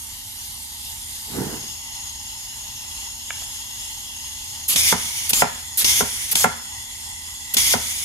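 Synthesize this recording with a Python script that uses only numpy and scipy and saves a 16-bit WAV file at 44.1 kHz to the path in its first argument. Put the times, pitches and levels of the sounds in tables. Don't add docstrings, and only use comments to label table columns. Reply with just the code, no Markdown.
import sys
import numpy as np
from scipy import signal
from scipy.io import wavfile
from scipy.ndimage import uniform_filter1d

SR = 44100
rng = np.random.default_rng(int(sys.argv[2]) if len(sys.argv) > 2 else 0)


def output_pcm(signal):
    pcm = np.clip(np.atleast_2d(signal).T, -1, 1) * 32767
    wavfile.write(sys.argv[1], SR, np.round(pcm).astype(np.int16))


N = 354563
T = np.arange(N) / SR

# (valve opens t/s, piston breaks free t/s, piston hits stop t/s, level/dB, direction)
THROWS = [(4.68, 4.7588, 4.9245, 0, "out"), (5.292, 5.3315, 5.4202, 0, "back"),
          (5.772, 5.844, 6.006, -0.2, "out"), (6.313, 6.3533, 6.4418, 0.25, "back"),
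          (7.538, 7.5674, 7.7375, 0, "out")]
LULL_S = {"out": .02, "back": .024}
# (f/Hz, level/dB)
CHANNEL_BALANCE = [(60, -0.5), (250, -7), (500, -1), (1400, -0.5), (2200, -6), (2850, -3), (3300, 1),
                   (4000, 5), (5300, 6), (5900, 4), (7400, -0.5), (9100, -11.5), (10000, -2.5),
                   (10800, -0.5)]
SHOVE_S, SHOVE_RISE_S, SHOVE_FALL_S = 1.405, 0.075, 0.18


def amp(db):
    return 10 ** (np.asarray(db) / 20)


def unit(x):
    return x / np.sqrt(np.mean(x ** 2) + 1e-20)


def read(points, hz):
    f, value = np.transpose(points)
    return np.interp(np.log(hz + 1), np.log(f + 1), value)


def add(mix, start_s, sound):
    part = mix[:, round(start_s * SR):][:, :sound.shape[1]]
    part += sound[:, :part.shape[1]]


def wander(t, max_hz):
    speeds_hz = max_hz * np.geomspace(1 / 20, 1, num=20)
    return unit(sum(np.sin(2 * np.pi * (f * t + rng.random())) / np.sqrt(f) for f in speeds_hz))


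def gate(start_s, stop_s, rise_s, fall_s):
    build = -np.expm1(-np.maximum(T - start_s, 0) / rise_s)
    return build * np.exp(-np.maximum(T - stop_s, 0) / fall_s)


def jet(spectrum, cavities=(), ripple_db=-0.3, patchy_db=1.5):
    # (f/Hz, correlation 0-1)
    channel_correlation = [(100, 0.96), (270, 0.89), (500, 0.12), (900, 0.8), (3000, 0.4), (9000, 0.39),
                           (11500, 1), (15500, 0.46)]
    # (f/Hz, phase/rad)
    channel_phase = [(250, 0), (900, .6), (1900, 2.1), (3300, 4.1), (5400, 4.6), (7000, 6.3), (8300, 9.2),
                     (9300, 10.2), (10300, 12.5), (13000, 12.5), (14700, 10)]
    size, hop = 1024, 256
    hz = np.fft.rfftfreq(size, 1 / SR)
    t = np.arange(N // hop + 5)[:, None] * hop / SR
    a, b, c, d, patches = rng.standard_normal((5, len(t), len(hz)))

    colour_db = read(spectrum, hz)
    for centre_hz, width_hz, db in cavities:
        detune_hz = hz - centre_hz * (1 + 0.003 * wander(t, 1.5))
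        peak_db = db + 0.6 * wander(t, 2)
        colour_db = colour_db + peak_db / (1 + (2 * detune_hz / width_hz) ** 2)
    patches = uniform_filter1d(patches, size=14, axis=0)
    patches = unit(uniform_filter1d(patches, size=8, axis=1))

    delays_s = rng.uniform(0.002, 0.008, size=3)
    combs = sum(np.cos(2 * np.pi * hz * delay * (1 + 0.003 * wander(t, 0.7))) for delay in delays_s)
    ripple = ripple_db * combs * hz / (hz + 1500)

    same = np.clip(read(channel_correlation, hz), 0, 1)
    left = a + 1j * b
    right = same * left + np.sqrt(1 - same ** 2) * (c + 1j * d)
    right = right * np.exp(-1j * read(channel_phase, hz))
    lean = amp(read(CHANNEL_BALANCE, hz) / 2)
    z = np.array([left * lean, right / lean]) / np.hypot(lean, 1 / lean)
    z *= amp(colour_db + patchy_db * patches + ripple)
    noise = signal.istft(z, nperseg=size, noverlap=size - hop, time_axis=1, freq_axis=2)[1]
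    return unit(noise[:, :N])


def blasts(held_db=-27, shudder_db=-25.5, flutter_db=1.0):
    # (f/Hz, width/Hz, level/dB)
    out_jet = [(500, -26), (1700, -23), (2000, -20), (6000, -11), (10000, -8), (14000, -13), (15600, -18)]
    out_cavities = [(930, 180, 6), (2170, 670, 14), (2920, 370, 6), (3440, 600, 13), (4670, 490, 5),
                    (5400, 400, 8), (5930, 660, 7), (6620, 370, 8), (9010, 470, 6), (9860, 360, 4),
                    (10330, 180, 4)]
    back_jet = [(500, -22), (1700, -19), (3000, -17), (8000, -8), (11000, -9), (14500, -14), (15600, -13)]
    back_cavities = [(890, 140, 6), (2210, 160, 9), (3290, 800, 10), (4490, 120, 6), (5210, 540, 5),
                     (6660, 790, 6), (7400, 170, 8), (9770, 530, 6)]
    # (f/Hz, width/Hz, level/dB)
    held_cavities = [(900, 300, -8), (3450, 400, -5), (5400, 500, -3), (9950, 200, 5), (12200, 1600, -3)]
    # (f/Hz, level/dB per Hz)
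    crack_jet = [(200, 0), (1500, -24), (2400, 1), (3600, 2.5), (6000, -3), (8500, -2), (15000, -19)]
    blast_db = {"out": -16, "back": -17.5}
    crack_db = {"out": -13.3, "back": -12}
    out, held, back, crack = 0, 0, 0, 0
    next_throws_s = [row[0] for row in THROWS[1:]] + [N / SR]
    for (_, free_s, stop_s, db, way), shut_s in zip(THROWS, next_throws_s):
        crack = crack + amp(db + crack_db[way]) * gate(free_s, free_s + 0.0048, 0.0005, 0.0031)
        if way == "out":
            out = out + amp(db + blast_db[way]) * gate(free_s, stop_s, 0.00067, 0.013)
            held = held + amp(db + held_db) * gate(stop_s, shut_s, 0.025, 0.0074)
        else:
            back = back + amp(db + blast_db[way]) * gate(free_s, stop_s, 0.0012, 0.009)
    air = out * jet(out_jet, out_cavities, ripple_db=2.5)
    air = air + back * jet(back_jet, back_cavities, ripple_db=1.5)
    air = air + held * jet(out_jet, out_cavities + held_cavities, ripple_db=2.3)
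    shake = jet([(20, -28), (60, 22), (120, -2.5), (250, -4.5), (500, -19), (1500, -52)])
    shudder = (out + held + back) * amp(shudder_db) * shake
    return air * amp(flutter_db * wander(T, 120)) + crack * jet(crack_jet) + shudder


def spits(fizz_db=-16, rush_db=-18.5, max_fizz_s=0.026):
    # (f/Hz, level/dB per Hz)
    fizz_jet = [(1000, -40), (7000, -6.5), (8700, -6.5), (9800, 1), (12000, -0.5), (14000, 2), (15500, -4)]
    rush_jet = [(100, -9), (600, -21), (1500, -10), (3000, 0), (4200, 1), (6000, -0.5), (8000, 1.5),
                (11000, 1.5), (15500, -15)]
    fizz_build, rush_build, spit_fall = 0.035, 0.2, 0.27
    fizz, rush = 0, 0
    for opens_s, free_s, _, _, way in THROWS:
        length_s = max(free_s - opens_s - LULL_S[way], 0.002)
        fall_s = spit_fall * length_s
        fizz_end_s = opens_s + min(length_s, max_fizz_s)
        fizz = fizz + amp(fizz_db) * gate(opens_s, fizz_end_s, fizz_build * length_s, fall_s)
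        rush = rush + amp(rush_db) * gate(opens_s, opens_s + length_s, rush_build * length_s, fall_s)
    return fizz * jet(fizz_jet, ripple_db=1.4) + rush * jet(rush_jet, ripple_db=1.4)


def blows():
    blow_table = {"out": [(-29, -11.5), (-19.5, 1.5), (-1.3, -3)], "back": [(-25.5, -8), (-25, -2),
                  (3, -0.5)]}
    strikes = []
    for _, free_s, stop_s, db, way in THROWS:
        times_s = (free_s - LULL_S[way], free_s, stop_s)
        for time_s, (blow_db, bright_db) in zip(times_s, blow_table[way]):
            strikes.append((time_s, db + blow_db, bright_db))
    return strikes


def knocks(build_cycles=1.34, ring_db=-2.0):
    # (f/Hz, level/dB, t60/s)
    cover = [(75.4, -41, 0.4), (109.3, -35, .2), (148, -34, 0.16), (181, -28, 0.15), (231, -22.5, 0.15),
             (255, -24, 0.12), (287, -33, .11), (415.7, -25.5, 0.14), (454, -23.5, 0.094),
             (505, -21.5, 0.08), (564, -22, 0.065), (655, -20, 0.038), (736, -18, 0.1), (860, -24, 0.085),
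             (932, -16, 0.078), (1012, -19.5, 0.12), (1270, -19, 0.07), (1375, -17, 0.066),
             (1485, -19, 0.05), (1900, -26, 0.034), (2050, -21, 0.052), (2630, -24, 0.03)]
    t = np.arange(SR // 2) / SR
    out = np.zeros((2, N))
    hz, db, t60_s = np.transpose(cover)[:, :, None]
    spread = np.minimum(hz / 700, 1) * rng.standard_normal((2, len(hz), 1))
    phase = rng.uniform(0, 2 * np.pi, hz.shape) + spread
    lean_db = np.array([1, -1])[:, None, None] * read(CHANNEL_BALANCE, hz) / 2
    modes = amp(db + lean_db - 60 * t / t60_s) * np.sin(2 * np.pi * hz * t + phase)
    modes = modes * -np.expm1(-(t * hz / build_cycles) ** 2)
    for time_s, blow_db, bright_db in blows():
        share_db = 2 * rng.standard_normal(hz.shape)
        gain = amp(ring_db + blow_db + share_db + bright_db * np.log2(hz / 700))
        add(out, time_s, (modes * gain).sum(axis=1))
    return out


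def clatter(impact_db=-13, rattle_db=-22.5, impact_fall_s=0.0035, rattle_fall_s=0.026):
    # (f/Hz, level/dB per Hz)
    clatter_colour = [(80, -16), (235, -3), (340, -12), (520, -5), (900, 4.5), (1150, -6), (1380, -2),
                      (2100, -4), (3000, -18), (5000, -27), (12000, -50)]
    shake = 0
    for time_s, db, _ in blows():
        shake = shake + amp(db + impact_db) * gate(time_s, time_s + 0.0013, 0.0004, impact_fall_s)
        shake = shake + amp(db + rattle_db) * gate(time_s, time_s + 0.0053, 0.0062, rattle_fall_s)
    return shake * jet(clatter_colour)


def leak(flutter_db=0.6, swell_db=0.17, beam_power=2.2):
    # (f/Hz, width/Hz, level/dB)
    facing_jet = [(500, -28), (1400, -25), (2500, -22), (2800, -11), (4600, -8.5), (8000, -11),
                  (12500, -16.5), (14200, -19), (15600, -41)]
    facing_cavities = [(875, 260, 16.3), (2005, 510, 10.8), (2780, 230, 2), (3330, 130, 4.4),
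                       (6630, 360, 4.2), (7420, 280, 5.7), (8290, 230, 4.7), (9050, 270, 7.5),
                       (9550, 320, 14.4), (11420, 330, 9), (12150, 370, 8.4), (12900, 220, 7)]
    away_jet = [(500, -26), (1400, -22), (2500, -17.5), (2800, -9), (7500, -14), (11500, -11),
                (14200, -18.5), (15600, -41)]
    away_cavities = [(889, 285, 18.7), (1987, 254, 12.3), (2800, 320, 7.2), (3340, 240, 6.8),
                     (4310, 720, 4.3), (5310, 470, 10.7), (6530, 400, 13), (6900, 280, 10), (7390, 200, 13),
                     (8300, 460, 5.6), (9090, 290, 8.5), (9620, 250, 7.6), (10950, 410, 4.6)]
    # (f/Hz, width/Hz, level/dB)
    arm_cavities = [(2000, 150, 8), (3340, 200, 14), (5280, 250, 7), (6470, 200, 8)]
    # (f/Hz, width/Hz, level/dB)
    worked_cavities = [(2004, 170, 7.5), (2810, 210, -5), (3420, 150, 5), (7300, 120, 3.5),
                       (8050, 500, 3.5), (8880, 260, 7)]
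    facing_db, facing_db_per_s = -34.5, 1.9
    away_db, arm_db, worked_db = -33, -40, -33
    reach_s, leave_s, worked_s = 3.36, 4.52, 5.45

    turned = np.cumsum(shove()) / shove().sum()
    away = np.clip(turned ** beam_power, 0, 1)
    worked = np.clip((T - worked_s) / 0.1, 0, 1)
    front_gain = np.sqrt(1 - away) * amp(facing_db + facing_db_per_s * np.minimum(T, SHOVE_S))
    away_gain = np.sqrt(away * (1 - worked)) * amp(away_db)
    arm_gain = gate(reach_s, leave_s, 0.12, 0.2) * amp(arm_db)
    worked_gain = np.sqrt(worked) * amp(worked_db)
    air = front_gain * jet(facing_jet, facing_cavities, ripple_db=-0.8, patchy_db=2.0)
    air = air + away_gain * jet(away_jet, away_cavities, ripple_db=2.1)
    air = air + arm_gain * jet(facing_jet, facing_cavities + arm_cavities, ripple_db=2.5)
    air = air + worked_gain * jet(away_jet, away_cavities + worked_cavities, ripple_db=1.8)

    shade_db = -2.2 * np.exp(-((T - 4.12) / 0.063) ** 2)
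    nudge_db = 2 * gate(3.31, 3.31 + 0.06, 0.015, 0.2)
    return air * amp(shade_db + nudge_db + flutter_db * wander(T, 40) + swell_db * wander(T, 4))


def shove():
    return np.exp(-((T - SHOVE_S) / np.where(T < SHOVE_S, SHOVE_RISE_S, SHOVE_FALL_S)) ** 2)


def drag(slips_per_s=600, ring_s=0.051, shove_db=-27.5):
    # (f/Hz, level/dB per Hz)
    drag_colour = [(40, -30), (80, -3), (130, 0), (230, 1.5), (360, -5), (440, -1), (540, -20), (850, -10),
                   (1120, -19), (1450, -15), (2000, -23), (3000, -31)]
    slips = (rng.random(N) < slips_per_s / SR) * rng.standard_normal(N)
    pressure = np.sqrt(signal.lfilter([1], [1, -np.exp(-2 / (ring_s * SR))], slips ** 2))
    return amp(shove_db) * shove() * unit(pressure * jet(drag_colour, patchy_db=2))


def clicks():
    # (t/s, level/dB, brightness/dB per octave)
    ticks = [(2.849, -22, -7), (3.3043, 3, 4), (3.3068, 1, 5), (3.4206, -16, -9), (3.424, -18, -8)]
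    # (f/Hz, level/dB, t60/s)
    fittings = [(780, -23, .01), (1280, -24, .011), (1680, -19, .009), (2300, -21, .009), (2850, -27, .011),
                (3400, -35, .008)]
    t = np.arange(SR // 20) / SR
    out = np.zeros((2, N))
    hz, db, t60_s = np.transpose(fittings)[:, :, None]
    for time_s, click_db, bright_db in ticks:
        gain = amp(click_db + db + bright_db * np.log2(hz / 1500) - 60 * t / t60_s)
        ring = gain * np.sin(2 * np.pi * (hz * t + rng.random(hz.shape)))
        add(out, time_s, amp([[-1.5], [1.5]]) * ring.sum(axis=0) * -np.expm1(-t / 0.0004))
    return out


def workshop(rumble_db=-47.5):
    # (f/Hz, level/dB per Hz)
    rumble = [(15, -40), (25, -19), (40, 5.5), (80, 1.5), (105, -5.5), (160, -14), (250, -15.5),
              (400, -22.5), (800, -45.5), (3000, -54)]
    # (f/Hz, rms level/dB)
    machine_hum = [(80, -56), (121, -62), (188, -67.5), (220, -68.5), (252, -63.5)]
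    hum = 0
    for hz, db in machine_hum:
        hum = hum + amp(db) * np.sqrt(2) * np.sin(2 * np.pi * hz * T + 0.61 * wander(T, 3))
    return amp(rumble_db) * jet(rumble, patchy_db=0.5) + amp([[-2], [2]]) * hum


def room(x):
    # (f/Hz, t60/s)
    decay = [(100, 0.5), (500, 0.32), (1200, 0.48), (3000, 0.55), (8000, 0.35), (15000, 0.06)]
    hz, t, z = signal.stft(rng.standard_normal((2, SR)), SR, nperseg=256)
    z *= amp(-60 * t / read(decay, hz)[:, None]) * -np.expm1(-t / 0.0042)
    tail = signal.istft(z, SR, nperseg=256)[1]
    return signal.fftconvolve(x, tail / np.linalg.norm(tail[0]), axes=1)[:, :N]


def scene():
    air = spits() + blasts()
    metal = knocks() + clatter() + clicks()
    reverb = room(amp(-13.5) * air + amp(-12) * metal)
    return leak() + air + metal + drag() + workshop() + reverb


def record(dry, low_cut_hz=36, edge_hz=15650):
    bass_cut = signal.butter(4, low_cut_hz, "highpass", fs=SR, output="sos")
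    band_limit = signal.firwin(511, edge_hz, window=("kaiser", 9), fs=SR)
    return signal.oaconvolve(signal.sosfilt(bass_cut, dry), band_limit[None], "same", axes=1)


dry = scene()
out = record(dry)
output_pcm(out)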